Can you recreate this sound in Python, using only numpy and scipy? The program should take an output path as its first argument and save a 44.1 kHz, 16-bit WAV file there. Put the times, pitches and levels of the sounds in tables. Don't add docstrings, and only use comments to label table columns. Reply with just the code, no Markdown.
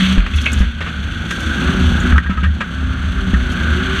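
import sys
import numpy as np
from scipy import signal
from scipy.fft import rfft, irfft, next_fast_len
from scipy.io import wavfile
from scipy.ndimage import uniform_filter1d

SR = 44100
rng = np.random.default_rng(int(sys.argv[2]) if len(sys.argv) > 2 else 0)


def log_audio(samples):
    frames = np.atleast_2d(samples).T
    limited = np.clip(frames, -1, 1)
    pcm = np.round(limited * 32767).astype(np.int16)
    wavfile.write(sys.argv[1], SR, pcm)


N = 176400


def amp(db):
    return 10 ** (np.asarray(db) / 20)


def unit(x):
    return x / np.sqrt(np.mean(x ** 2) + 1e-18)


def curve(rows):
    return np.interp(np.arange(N) / SR, *np.array(rows, float).T)


def colour(x, points):
    size = next_fast_len(len(x) + 8192)
    size += size % 2
    hz, db = np.array(points, float).T
    f = np.maximum(np.arange(size // 2 + 1) * SR / size, 1)
    skirt_db = 24 * (np.maximum(np.log2(hz[0] / f), 0) + np.maximum(np.log2(f / hz[-1]), 0))
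    cepstrum = irfft(np.log(amp(np.interp(np.log(f), np.log(hz), db) - skirt_db)))
    cepstrum[1:size // 2] *= 2
    cepstrum[size // 2 + 1:] = 0
    return unit(irfft(rfft(x, size) * np.exp(rfft(cepstrum)))[:len(x)])


def drift(rate_hz):
    hold = max(int(SR / rate_hz), 2)
    steps = np.repeat(rng.standard_normal(N // hold + 1), hold)
    return unit(uniform_filter1d(uniform_filter1d(steps, hold), hold)[:N])


def wavering_tone(turns, flutter_db, flutter_hz):
    return unit(np.sin(2 * np.pi * turns) * amp(flutter_db * drift(flutter_hz)))


def ring(hz, t60_s):
    t = np.arange(SR // 2) / SR
    return np.sin(2 * np.pi * hz * t) * np.exp(-np.log(1000) * t / t60_s)


def add(out, start_s, x):
    i = int(start_s * SR)
    out[i:i + len(x)] += x[:max(N - i, 0)]


def cabin(x, mean_delay_s=.007):
    size = next_fast_len(len(x) + 8192)
    spectrum = rfft(x, size)
    f = np.arange(len(spectrum)) * SR / size
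    knots_hz = np.linspace(0, SR / 2, 300)
    delay_s = np.interp(f, knots_hz, mean_delay_s * 2 * rng.random(len(knots_hz)))
    return irfft(spectrum * np.exp(-2j * np.pi * np.cumsum(delay_s) * SR / size), size)[:len(x)]


def strikes(cycles, phases, gains, scatter_db):
    at = (np.arange(int(cycles[-1]) + 1)[:, None] + phases).ravel()
    scatter = amp(scatter_db * rng.uniform(-1.9, 1.9, len(at)))
    strength = np.resize(gains, len(at)) * scatter * (at < cycles[-1])
    position = np.interp(at, cycles, np.arange(N))
    i = position.astype(int)
    frac = position - i
    return (np.bincount(i, strength * (1 - frac), N + 1) + np.bincount(i + 1, strength * frac, N + 1))[:N]


def firings(cycles):
    return strikes(cycles, np.arange(4) / 4, amp([-2.5, 2.15, -1.875, .725]), scatter_db=8.5)


RIVAL_PASSES = [(104.7,0.483,0.12,-27,-0.0263),(106.3,2.6,0.18,-35,0.028)]
# f/Hz, level/dB
RIVAL_PIPE = [(80,-39.5),(200,31.5),(320,-5),(850,-26),(1400,-13),(3000,-16)]
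def rivals():
    t, out = np.arange(N) / SR, np.zeros(N)
    for hz, nearest_s, width_s, db, slope in RIVAL_PASSES:
        firing_hz = hz * np.exp(slope * (t - nearest_s)) * (1 + .006 * drift(13))
        pulses = cabin(firings(np.cumsum(firing_hz) / SR / 4))
        out += amp(db) * colour(pulses, RIVAL_PIPE) / (1 + ((t - nearest_s) / width_s) ** 2)
    return out


# t/s, f/Hz, level/dB
NEIGHBOUR_NOTE = [(1.5,205,-43),(1.98,170,-27),(2.62,174,-34.5),(2.95,154,-30.5),(3.25,184,-29.5),(4,172,-40)]
def neighbour():
    times_s, hz, db = np.array(NEIGHBOUR_NOTE).T
    turns = np.cumsum(curve(np.c_[times_s, hz]) * (1 + .015 * drift(35.08))) / SR
    return wavering_tone(turns, flutter_db=3.8, flutter_hz=40) * amp(curve(np.c_[times_s, db]))


# t/s, level/dB, decay/s
GRIT_SPRAYS = [(.358,-36.5,0.02),(.416,-31,0.009),(.456,-33.5,0.0093),(.517,-38,0.041),(.587,-37.5,0.019),(1.306,-29.5,0.012),(1.403,-36,.015),(3.514,-37,0.015)]
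# f/Hz, level/dB
GRIT_SPECTRUM = [(2500,-11),(6500,9),(7800,-4),(9500,0),(15000,-18)]
def grit():
    out, t = np.zeros(N), np.arange(SR // 5) / SR
    for start_s, db, decay_s in GRIT_SPRAYS:
        grains = rng.standard_normal(len(t)) * amp(9.8 * np.minimum(rng.exponential(size=len(t)), 4))
        envelope = 1.26 * np.exp(-t / decay_s) * (1 - np.exp(-t / .001))
        add(out, start_s, amp(db) * colour(grains, GRIT_SPECTRUM) * envelope)
    return out


# f/Hz, level/dB
CRACK_SPECTRUM = [(300,1),(850,-3.5),(1650,6.5),(2900,3.5),(5000,-21),(6300,-19.5),(13000,-44.5)]
def rattle(hits, modes, focus_db_per_octave=31):
    out, t = np.zeros(N), np.arange(SR // 2) / SR
    for start_s, db, centre_hz, chatter_s, crack_db in hits:
        envelope = np.exp(-t / chatter_s) * (1 - np.exp(-t / (.34 * chatter_s)))
        contact = rng.standard_normal(len(t)) * envelope
        force = colour(contact, [(modes[0][0], 0), (modes[-1][0], 0)])
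        ringing = 0
        for hz, mode_db, t60_s in modes:
            detuned_hz = hz * (1 + .006 * rng.standard_normal())
            mode = unit(signal.fftconvolve(force, ring(detuned_hz, t60_s))[:len(t)])
            ringing += amp(mode_db - focus_db_per_octave * abs(np.log2(hz / centre_hz))) * mode
        hit = unit(ringing) + amp(crack_db) * colour(contact, CRACK_SPECTRUM)
        max_rms = np.sqrt(uniform_filter1d(hit ** 2, size=200).max())
        add(out, start_s, amp(db) * hit / (2 * max_rms))
    return out


# t/s, level/dB, centre f/Hz, chatter decay/s, crack over ring/dB
PANEL_KNOCKS = [(.179,-15.5,1500,0.0045,5),(.203,-15.5,2000,0.0024,11),(.262,-13,1620,0.007,9),(.609,-19,1620,0.021,-1),(.803,-15,1620,0.02,7),(.86,-17.5,1270,.025,3.5),(1.307,-13,1610,0.0085,0.5),(2.121,-10,1590,0.0039,-2.5),(2.156,-13,1200,0.0078,-13),(2.18,-2,1840,0.0028,-4.5),(2.258,-17.5,1700,0.0079,-22),(2.294,-16,1200,.022,-3),(2.37,-14.5,1330,0.012,-12),(2.43,-12.5,1750,0.019,-0.5),(2.604,-11,1500,0.014,2),(3.339,-13,1750,0.0051,-9)]
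BAR_CLANKS = [(.334,-18.5,3070,0.0086,-5),(.383,-13.5,3330,0.004,-8),(.458,-4.5,2400,0.011,-4.5)]
SCRAP_CLINKS = [(.529,-20,8200,0.003,-13),(1.999,-27.5,5500,0.011,-20)]
# f/Hz, level/dB, t60/s
PANEL_MODES = [(983,2,.04),(1298,10.5,0.13),(1310,6,0.072),(1631,13.5,0.11),(1832,9,0.058),(1900,10,.045),(2670,10,.03)]
BAR_MODES = [(1660,-1,0.15),(2190,1,0.075),(2280,-1.2,0.036),(2564,1.2,0.18),(2620,1.2,0.082),(3396,1.1,0.028)]
SCRAP_MODES = [(6760,-2,0.016),(7400,-6,0.037),(8050,-13,.025),(12900,-10,.04)]
def loose_metal():
    knocks = rattle(PANEL_KNOCKS, PANEL_MODES)
    return knocks + rattle(BAR_CLANKS, BAR_MODES) + rattle(SCRAP_CLINKS, SCRAP_MODES)


# t/s, level/dB
BOOM_LEVEL = [(0,-17),(.29,-29),(.37,-11),(.46,-28.5),(.56,-13),(.78,-26),(1.08,-21),(1.22,-15.5),(1.32,-25.5),(1.42,-16),(1.6,-26.5),(1.73,-14.5),(2.12,-14),(2.25,-23),(2.48,-15),(2.64,-31),(2.88,-17),(4,-18.5)]
# f/Hz, level/dB
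SHELL_SPECTRUM = [(25,-17),(50,4),(64,0),(74,13.5),(84,-7.5),(100,-0.5),(130,-13.5),(220,-43)]
# t/s, thump level/dB, thump f/Hz, floor pan level/dB
BUMPS = [(0.178,0,43,-13),(.606,-3.5,59,-13.5),(2.124,-4.5,67,-12.5),(2.296,-22,70,-8.5),(2.429,-22,70,-12.5),(3.335,-6,63.06,-8)]
def shell(boom_hz=74.47, pan_hz=188.5):
    turns = np.cumsum(boom_hz * (1 + .0825 * drift(21.99))) / SR
    boom = amp(-2.5) * wavering_tone(turns, flutter_db=4.9, flutter_hz=25.93)
    rumble = amp(-1.5) * colour(rng.standard_normal(N), SHELL_SPECTRUM)
    out = (boom + rumble) * amp(curve(BOOM_LEVEL))
    for start_s, db, hz, pan_db in BUMPS:
        add(out, start_s, -amp(db) * ring(hz, t60_s=.28) - amp(pan_db) * ring(pan_hz, t60_s=.17))
    return out


def machinery(cycles, tap_share, tap_count=48):
    pulsing = 1 + .091 * np.cos(2 * np.pi * 4 * cycles)
    flutter = amp(.9 * np.cos(2 * np.pi * cycles) + 1.07 * drift(70))
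    taps = unit(cabin(strikes(cycles, rng.random(tap_count), rng.standard_normal(tap_count), 2)))
    gas = rng.standard_normal(N)
    return pulsing * flutter * (np.sqrt(tap_share) * taps + np.sqrt(1 - tap_share) * gas)


# f/Hz, level/dB
RASP_SPECTRUM = [(1200,-7),(1900,-4),(2550,-1),(3400,0.5),(3800,-13),(4400,-11),(4900,-29.5),(6500,-70)]
HISS_SPECTRUM = [(3500,2.5),(5100,-15.5),(6200,-0.5),(7000,-11.5),(8300,-11),(10500,-21.5),(11500,-18.5),(15000,-36)]
# t/s, level/dB
RASP_LEVEL = [(0,-19.5),(.29,-36),(.38,-30),(.6,-30.5),(.73,-37),(.88,-35.5),(1.15,-35.5),(1.65,-30),(2.1,-31),(2.22,-39),(2.56,-40.5),(2.7,-38.5),(3.3,-35),(4,-28)]
HISS_LEVEL = [(0,-32.5),(.14,-35.5),(.24,-51),(.37,-38.5),(.6,-42.5),(.73,-50),(.87,-46),(1.22,-44),(1.33,-37),(2.1,-38),(2.22,-51),(2.57,-50),(2.66,-47.5),(4,-38)]
def intake(cycles):
    gas = machinery(cycles, tap_share=.33)
    rasp = colour(gas, RASP_SPECTRUM) * amp(curve(RASP_LEVEL))
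    return rasp + colour(gas, HISS_SPECTRUM) * amp(curve(HISS_LEVEL))


# f/Hz, level/dB
BLOCK_SPECTRUM = [(500,-25),(950,-24),(1150,-5.5),(1480,6.5),(1640,2.5),(1760,-8),(2100,-9.5),(3000,-20)]
# t/s, level/dB
CLATTER_LEVEL = [(0,-26.5),(.3,-34),(.55,-28),(.75,-37.5),(.9,-32),(1.2,-31.5),(1.67,-22),(1.9,-25.5),(2.1,-22),(2.22,-30.5),(2.57,-37),(2.68,-31),(3.4,-29),(3.68,-23),(4,-23.5)]
def clatter(cycles):
    return colour(machinery(cycles, tap_share=.45), BLOCK_SPECTRUM) * amp(curve(CLATTER_LEVEL))


# t/s, level/dB
DRONE_LEVEL = [(0,-14.5),(.15,-11.5),(.21,-34),(1.6,-39),(1.8,-22),(2.45,-35.5),(3.1,-33),(3.3,-20.5),(3.45,-33.5),(4,-32)]
HOWL_LEVEL = [(0,-45.5),(.7,-54),(1.5,-34),(1.66,-28),(1.98,-41.5),(2.08,-30),(2.2,-56),(3.08,-56),(3.2,-37),(3.5,-42),(3.8,-29),(4,-34.5)]
def pipe_tones(crank_turns):
    drone = wavering_tone(3 * crank_turns, flutter_db=2.5, flutter_hz=55)
    howl = wavering_tone(6 * crank_turns, flutter_db=3, flutter_hz=55)
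    return drone * amp(curve(DRONE_LEVEL)) + howl * amp(curve(HOWL_LEVEL))


# f/Hz, level/dB
PIPE_SPECTRUM = [(60,-26),(130,-2.5),(175,2.5),(270,-2.5),(330,-11),(450,-18),(1000,-21.5),(1600,-49.5)]
# multiple of crank rate, level/dB
CRANK_ORDERS = [(2,-16),(4,-1),(5,-26.5),(9,-19),(10,-25)]
# t/s, level/dB
EXHAUST_LEVEL = [(.16,-27.5),(.29,-37.5),(.58,-29.5),(.74,-39),(.9,-32),(1.1,-34),(1.7,-22.5),(1.99,-25.5),(2.1,-22),(2.22,-36),(2.7,-34),(3.72,-26),(4,-28.5)]
def exhaust(crank_turns):
    pulses = unit(cabin(firings(crank_turns / 2)))
    puffs = colour(pulses + 1.52 * rng.standard_normal(N), PIPE_SPECTRUM)
    harmonics = sum(amp(db + 4 * drift(14)) * np.sin(2 * np.pi * (order * crank_turns + rng.random()))
                    for order, db in CRANK_ORDERS)
    return amp(curve(EXHAUST_LEVEL)) * (amp(3) * puffs + amp(-1.5) * harmonics)


# t/s, firing f/Hz
FIRING_RATE = [(0,124.8),(.25,130),(.45,120.7),(1,108.1),(1.38,113.9),(1.52,111.1),(1.71,128.3),(1.97,115.8),(2.08,124.6),(2.22,115.2),(2.52,113.3),(2.7,127.1),(3.2,129.7),(3.45,123.4),(3.66,115.3),(3.86,127.7),(4,128.1)]
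def engine():
    crank_turns = np.cumsum(curve(FIRING_RATE) * (1 + .005 * drift(40))) / SR / 2
    cycles = crank_turns / 2
    return exhaust(crank_turns) + pipe_tones(crank_turns) + clatter(cycles) + intake(cycles)


def scene():
    return (loose_metal() + engine() + rivals() + neighbour() + shell() + grit())[None]


def record(dry):
    cutoff_hz = 15200
    return signal.sosfilt(signal.ellip(8, .2, 70, cutoff_hz, fs=SR, output="sos"), np.clip(dry, -1, 1))


dry = scene()
out = record(dry)
log_audio(out)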